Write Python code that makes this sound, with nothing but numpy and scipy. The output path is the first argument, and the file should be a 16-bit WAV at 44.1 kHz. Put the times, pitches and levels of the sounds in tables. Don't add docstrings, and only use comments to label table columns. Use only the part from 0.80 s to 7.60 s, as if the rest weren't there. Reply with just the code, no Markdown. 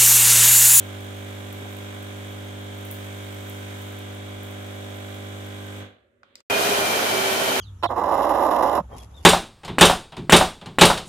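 import sys
import numpy as np
from scipy import signal
from scipy.fft import rfft, irfft
from scipy.io import wavfile

SR = 44100
rng = np.random.default_rng(int(sys.argv[2]) if len(sys.argv) > 2 else 0)


def dump_mix(stems):
    frames = np.atleast_2d(stems).T
    limited = np.clip(frames, -1, 1)
    pcm = np.round(limited * 32767).astype(np.int16)
    wavfile.write(sys.argv[1], SR, pcm)


N = 299880
TIME, BINS = np.arange(N) / SR, np.fft.rfftfreq(N, 1 / SR)
MAINS_HZ = 50.015
SPRAY_OFF_S, PUMP_OFF_S = 4.995, 5.025

# frequency in Hz, relative density in dB.
FLOW = [(15, -60), (25, -27), (45, -21), (70, -19), (110, -16), (160, -17.5), (220, -13.5), (400, -15.5),
        (560, -16.5), (900, -18.5), (1500, -16), (2700, -18), (3400, -15.5), (3800, -19), (4500, -30.5),
        (5850, -69), (9900, -110)]
# frequency in Hz, relative density in dB.
MIST = [(2530, -15.5), (4300, -4), (5810, -2), (6500, 1), (7040, 1), (7930, 2.5), (10900, -5.5),
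        (13800, -5), (14600, -17), (15500, -20)]
# start in seconds, level in dB.
SPITS = [(0.7272, -32.5), (0.9677, -35), (1.2271, -37), (2.0517, -30.5), (2.1124, -23.5), (2.1254, -36),
         (2.6973, -33), (3.0174, -33), (3.1906, -39), (3.3483, -38), (3.6331, -35), (3.7105, -38),
         (4.3535, -40)]
# frequency in Hz, correlation.
COHERENCE = [(60, 1), (110, .997), (200, .86), (300, .7), (640, .2), (1410, -.28), (3100, .12), (6820, 0),
             (15000, 0)]
# frequency in Hz, left minus right in dB.
SPRAY_BALANCE = [(60, -2), (110, 3.5), (200, 3), (380, -5.5), (700, -0.5), (1290, -4.5), (2380, -3),
                 (4400, 0), (8120, 0.5), (15000, -1.5)]


def pump(strokes):
    # multiple of the stroke rate, relative level left and right in dB.
    harmonics = [(1, -70, -75), (2, -39.5, -39.0), (3, -61, -64.5), (4, -48.5, -49.5), (5, -54.5, -48.5),
                 (6, -54, -47), (7, -66.5, -55.5), (8, -51, -48), (9, -76, -74), (10, -50.5, -47.5),
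                 (11, -49, -43.5), (12, -45.5, -49), (13, -53.5, -53), (14, -73, -54.5), (15, -67, -51),
                 (16, -53, -55.5)]
    # pitch in Hz, relative level left and right in dB.
    panel_modes = [(850, -55, -72), (1000, -54, -53), (1050, -61, -55.5), (1100, -76, -64),
                   (1250, -66, -68), (1300, -60, -54), (1400, -58, -60), (1500, -55, -54.5),
                   (1550, -51.5, -53), (1600, -53.5, -52), (1650, -59, -59), (1700, -62, -66),
                   (2050, -73, -55), (2150, -65, -62), (2300, -56.5, -58.5), (2350, -68, -60),
                   (2950, -63, -56), (3000, -61, -59), (3104, -68, -56), (3290, -76, -56), (3337, -54, -52),
                   (3649, -66, -62), (3699, -58.5, -53.5)]
    # frequency in Hz, relative level in dB.
    rattle_spectrum = [(800, 8), (1100, -7), (1600, -9), (2200, 3), (2650, -5.5), (3300, 4), (3750, -7.5),
                       (4000, -12), (4500, -17), (6600, -10.5), (8000, -21), (9000, -19)]
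    orders, sides_db = np.arange(len(harmonics)) + 1, np.transpose(harmonics)[1:]
    low, high = orders <= 2, orders >= 9
    mid = ~low & ~high
    throb = stroke_tones(strokes, orders[low], sides_db[:, low], strike=0.675, scatter=0, wander=0)
    hum = stroke_tones(strokes, orders[mid], sides_db[:, mid], strike=0.5994, scatter=1, wander=0.017)
    drone = stroke_tones(strokes, orders[high], sides_db[:, high], strike=.75, scatter=1.37, wander=0.22)
    panel_hz, *panel_db = np.transpose(panel_modes)
    panel_orders = np.round(panel_hz / MAINS_HZ).astype(int)
    panels = stroke_tones(strokes, panel_orders, panel_db, strike=.5, scatter=0.47, wander=0.12)
    rattle_orders = np.setdiff1d(np.arange(len(harmonics) + 1, 180), panel_orders)
    rattle_db = at_hz(rattle_spectrum, rattle_orders * MAINS_HZ)
    jittered = strokes + 0.00059 * drift(hz=40)
    rattle = stroke_tones(jittered, rattle_orders, rattle_db, strike=.36, scatter=0.66, wander=0.21)
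    drone += gain_of(-8.5) * valve_chatter()
    swell_db = 2 * np.exp(-((TIME - 4.07) / 0.41) ** 2)
    return (run_down(db=-38.5 + .3 * drift(hz=1.2), t60=.28) * throb
            + run_down(db=-42, t60=0.35) * hum
            + run_down(db=-46 + swell_db, t60=0.55) * drone
            + run_down(db=-47.5 + 0.41 * drift(hz=12), t60=0.35) * panels
            + run_down(db=-52 + drift(hz=25), t60=0.3) * rattle)


def stroke_tones(strokes, orders, level_db, strike, scatter, wander):
    size = 4096
    reflected = np.log(np.maximum(orders / 2, 1))
    mic_angle = np.arccos(at_hz(COHERENCE, orders * MAINS_HZ)) * rng.choice([-1, 1], len(orders))
    phase = scatter * reflected * rng.standard_normal(len(orders)) + np.outer([.5, -.5], mic_angle)
    direct = np.exp(1j * (phase - 2 * np.pi * orders * strike))
    blend = drift(hz=0.53)
    echoes = reflected * np.exp(2j * np.pi * rng.random((2, 2, len(orders))))
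    paths = [(direct, 1), (echoes[0], wander * np.cos(blend)), (echoes[1], wander * np.sin(blend))]
    tones = np.zeros((2, N))
    for path, weight in paths:
        lines = np.zeros((2, size // 2 + 1), complex)
        lines[:, orders] = gain_of(level_db) * path
        for channel, cycle in zip(tones, irfft(lines)):
            channel += weight * np.interp(strokes % 1 * size, np.arange(size), cycle)
    return unit_rms(tones)


def valve_chatter():
    # pitch in Hz, relative level in dB.
    partials = [(225, -66), (475, -61.5), (525, -68), (675, -70), (725, -61.5), (775, -71.5), (1125, -67.5),
                (1175, -66)]
    chatter = np.zeros((2, N))
    for hz, db in partials:
        level = gain_of(db + 0.96 * drift(hz=3.6))
        chatter += level * np.cos(2 * np.pi * hz * TIME + rng.normal(0, 1, (2, 1)))
    return unit_rms(chatter)


def spray(strokes):
    # time in seconds, dB above the usual.
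    strength = [(0.1, -0.1), (1.4, 0), (1.85, -1.8), (2.2, 1.3), (3.0, 1.1), (3.4, -2), (4.0, -0.3),
                (4.8, -1)]
    # pitch in Hz, level in dB.
    jet_tones = [(1320, -59), (1590, -57.5), (2200, -56.5)]
    push_db, = curves(strength)
    long_surge = 0.83 * np.exp(-((strokes - .34) % 1) / 0.1)
    short_surge = 0.52 * np.exp(-((strokes - .66) % 1) / 0.017)
    flow = run_down(db=-46.5 + 0.35 * push_db, t60=0.51) * noise(at_hz(FLOW, BINS), SPRAY_BALANCE)
    for hz, db in jet_tones:
        jet = noise(-130 * np.log2((BINS + 1) / hz) ** 2, SPRAY_BALANCE)
        flow += run_down(db + 1.5 * (push_db + drift(hz=6.8)), t60=0.51) * jet
    mist_gain = run_down(db=-52.5 + push_db, t60=0.26, off_s=SPRAY_OFF_S)
    mist = mist_gain * noise(at_hz(MIST, BINS), SPRAY_BALANCE)
    sputter_power = sum((TIME > s) * run_down(db - 25, t60=.6, off_s=s) ** 2 for s, db in SPITS)
    fizz_gain = run_down(db=-57.5 + 1.7 * push_db, t60=0.26, off_s=SPRAY_OFF_S)
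    drops = droplets(1200, spread_db=3.5, spectrum=[(8000, -20), (11000, -10), (13500, 3), (15500, -3)])
    fizz = np.sqrt(fizz_gain ** 2 + sputter_power) * drops
    return unit_rms(1 + long_surge + short_surge) * (flow + mist + fizz)


def motor(load):
    # time in seconds, shaft level in dB, whine level in dB.
    levels = [(5.7, -32.5, -28.5), (5.85, -32, -33.5), (6.0, -31, -35), (6.1, -47, -33), (6.22, -43, -38),
              (6.33, -32, -35.5), (6.5, -31.5, -34.5), (6.6, -37.5, -45), (6.8, -30, -38)]
    free_hz, sag_hz, blades = 407.5, 23.5, 6
    shaft_db, whine_db = curves(levels)
    shaft_hz = (free_hz - sag_hz * load) * (1 + 0.001 * drift(hz=30.2))
    angle = 2 * np.pi * np.cumsum(shaft_hz) / SR
    shaft = gain_of(shaft_db + 0.69 * drift(hz=9.1) + [[-.5], [.5]]) * np.sin(angle)
    whine = np.array([gain_of(whine_db + 2.8 * drift(hz=14))
                      * np.sin(blades * angle + rng.normal(0, 0.27)) for _ in range(2)])
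    hum = gain_of(-52) * np.sin(2 * np.pi * 2 * MAINS_HZ * TIME)
    return np.sqrt(2) * (shaft + whine + hum)


def suction(load):
    # frequency in Hz, relative density in dB.
    roar_spectrum = [(15, -55), (28, -36), (60, -27), (85, -25), (110, -17), (150, -21), (213, -10.5),
                     (355, -13.5), (400, -7), (470, -9), (620, -5.5), (780, -6), (1120, -11.5),
                     (2070, -12.5), (2400, -11.5), (2670, -14), (4000, -20.5), (5200, -47), (8800, -110)]
    # frequency in Hz, relative density in dB.
    hiss_spectrum = [(2060, -22), (3500, -3), (3890, -1), (4990, -4), (6130, -3.5), (7430, -7), (13000, -8),
                     (14600, -10.5), (15500, -19)]
    # centre in Hz, width in Hz, lift in dB.
    resonances = [(220, 25, 0.5), (335, 5.9, 10), (446, 4.8, 12), (537.6, 10.4, 7), (634, 16, 3.5),
                  (662, 13, 4), (915, 6.6, -8), (1400, 86, 5), (1514, 28, 4), (2300, 150, -3),
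                  (3107, 145, 10), (3760, 150, -3)]
    # frequency in Hz, left minus right in dB.
    balance = [(60, -6), (110, -4), (200, 0.5), (380, -2.5), (700, -1.5), (1290, -3), (2380, 1),
               (4400, -1.5), (8120, 1.5), (15000, -1)]
    slurp_s, rise_s, fall_s = 5.82, 0.051, 0.25
    slurp = np.exp(-abs(TIME - slurp_s) / np.where(TIME < slurp_s, rise_s, fall_s))
    flutter = drift(hz=45)
    roar_db = -21.5 - 1.5 * load + 0.25 * flutter
    slot_db = -34.5 + 2.1 * load + 5 * slurp + 0.34 * flutter
    lift_db = sum(db / (1 + (2 * (BINS - hz) / width) ** 2) for hz, width, db in resonances)
    roar = noise(at_hz(roar_spectrum, BINS) + lift_db, balance)
    hiss = gain_of(3) * noise(at_hz(hiss_spectrum, BINS), balance)
    water = gain_of(-4) * droplets(per_s=2300, spread_db=1, spectrum=hiss_spectrum)
    return gain_of(roar_db) * roar + gain_of(slot_db) * (hiss + water)


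def spits():
    cracks = np.zeros((2, N))
    for s, db in SPITS:
        add(cracks, s, gain_of(db + 0.5) * burst(hz=13700, octaves=0.47, t60=0.01))
    return room(cracks, t60=.25, wet_db=-3.5)


def bubbles(per_s=11):
    ticks = np.zeros((2, N))
    for when, size in rng.random((round(per_s * SPRAY_OFF_S), 2)):
        add(ticks, when * SPRAY_OFF_S, gain_of(-50 + 8 * size) * burst(hz=13500, octaves=0.22, t60=0.013))
    return room(ticks, t60=.25, wet_db=-7)


def wand():
    # start in seconds, level in dB, centre in Hz, width in octaves, t60 in seconds.
    bumps = [(0.808, -41.5, 104, 0.4, 0.15), (0.817, -40, 398, 1.1, 0.12), (0.854, -36, 560, .5, 0.053)]
    # start in seconds, peak in dB, hardness in dB per octave.
    clicks = [(5.4321, -34.5, -5.5), (5.555, -26, 6), (5.604, -42.5, 5)]
    # pitch in Hz, relative level in dB, t60 in seconds.
    modes = [(684, -8.5, 0.026), (1300, 2.5, 0.016), (2430, 0, 0.02), (4700, 0.5, 0.016), (6750, -3, 0.011),
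             (13000, -21, .012)]
    knocks = np.zeros((2, N))
    for s, db, hz, octaves, t60 in bumps:
        add(knocks, s, gain_of(db) * burst(hz, octaves, t60))
    for s, db, hardness in clicks:
        ring = sum(gain_of(mode_db + hardness * np.log2(hz / 2000)) * burst(hz, octaves=0.25, t60=t60)
                   for hz, mode_db, t60 in modes)
        add(knocks, s, gain_of(db) * ring / abs(ring).max())
    rub = (TIME > clicks[0][0]) * gain_of(-65) * noise(at_hz(FLOW, BINS), SPRAY_BALANCE)
    return room(knocks, t60=0.27, wet_db=-8.5) + rub


def room_tone():
    # frequency in Hz, relative density in dB.
    murmur_spectrum = [(35, -51), (60, -4), (103, -5), (168, -21), (241, -1), (279, -12), (400, 0),
                       (430, -12), (570, -2), (739, -28), (1550, -15), (3690, -31), (4500, -48),
                       (5850, -75), (9900, -120)]
    murmur = gain_of(-66.5) * noise(at_hz(murmur_spectrum, BINS), SPRAY_BALANCE)
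    hiss = gain_of(-91) * noise(at_hz(MIST, BINS), SPRAY_BALANCE)
    tone = gain_of(-72 + 1.2 * drift(hz=8)) * np.sqrt(2) * np.sin(2 * np.pi * 550 * TIME)
    return murmur + hiss + tone


def room(x, t60, wet_db):
    t = np.arange(SR // 2) / SR
    tail = rng.standard_normal((2, len(t))) * gain_of(-60 * t / t60)
    return x + gain_of(wet_db) * signal.fftconvolve(x, tail / np.linalg.norm(tail[0]), axes=1)[:, :N]


def mic_pair(samples):
    left, other = rfft(rng.standard_normal((2, samples)))
    alike = at_hz(COHERENCE, np.fft.rfftfreq(samples, 1 / SR))
    return np.array([left, alike * left + np.sqrt(1 - alike ** 2) * other])


def noise(spectrum_db, balance):
    sides_db = np.outer([.5, -.5], at_hz(balance, BINS))
    return unit_rms(irfft(mic_pair(N) * gain_of(spectrum_db + sides_db)))


def burst(hz, octaves, t60):
    t = np.arange(SR // 4) / SR
    bins = np.fft.rfftfreq(len(t), 1 / SR)
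    band = np.exp(-.5 * (np.log2((bins + 1) / hz) / octaves) ** 2)
    envelope = gain_of(-60 * t / t60) * (1 - np.exp(-t / 0.00016))
    return envelope * unit_rms(irfft(band * mic_pair(len(t)), len(t)))


def droplets(per_s, spread_db, spectrum):
    sizes = gain_of(spread_db * np.minimum(rng.exponential(1, (2, N)), 4)) * rng.choice([-1, 1], (2, N))
    impacts = sizes * (rng.random((2, N)) < per_s / SR)
    return unit_rms(irfft(rfft(impacts) * gain_of(at_hz(spectrum, BINS))))


def run_down(db, t60, off_s=PUMP_OFF_S):
    return gain_of(db - 60 * np.maximum(TIME - off_s, 0) / t60)


def drift(hz):
    return unit_rms(irfft(rfft(rng.standard_normal(N)) / (1 + (BINS / hz) ** 4), N))


def gain_of(db):
    return 10 ** (np.asarray(db) / 20)


def unit_rms(x):
    return x / np.sqrt(np.mean(x ** 2) + 1e-20)


def at_hz(rows, hz):
    row_hz, values = np.transpose(rows)
    return np.interp(np.log(hz + 1), np.log(row_hz + 1), values)


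def curves(rows):
    s, *columns = np.transpose(rows)
    return [np.interp(TIME, s, column) for column in columns]


def add(mix, s, sound):
    part = mix[:, round(s * SR):][:, :sound.shape[1]]
    part += sound[:, :part.shape[1]]


def scene():
    silence_s, motor_on_s = 5.609, 5.699
    grip_s, sag_s = 5.885, .262
    strokes = MAINS_HZ * TIME + 0.00059 * drift(hz=1.1)
    load = 1 - np.exp(-np.maximum(TIME - grip_s, 0) / sag_s)
    sucking = motor(load) + suction(load)
    spraying = pump(strokes) + spray(strokes) + spits() + bubbles() + wand() + room_tone()
    fade_out = gain_of(-np.clip((TIME - silence_s) * 1700, 0, 50))
    fade_in = np.clip((TIME - motor_on_s) / .001, 0, 1)
    return fade_out * spraying + fade_in * sucking


def record(dry):
    lowpass = signal.firwin(511, 15750, window=("kaiser", 9), fs=SR)
    return signal.oaconvolve(dry, lowpass[None], "same")


dry = scene()
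out = record(dry)
dump_mix(out)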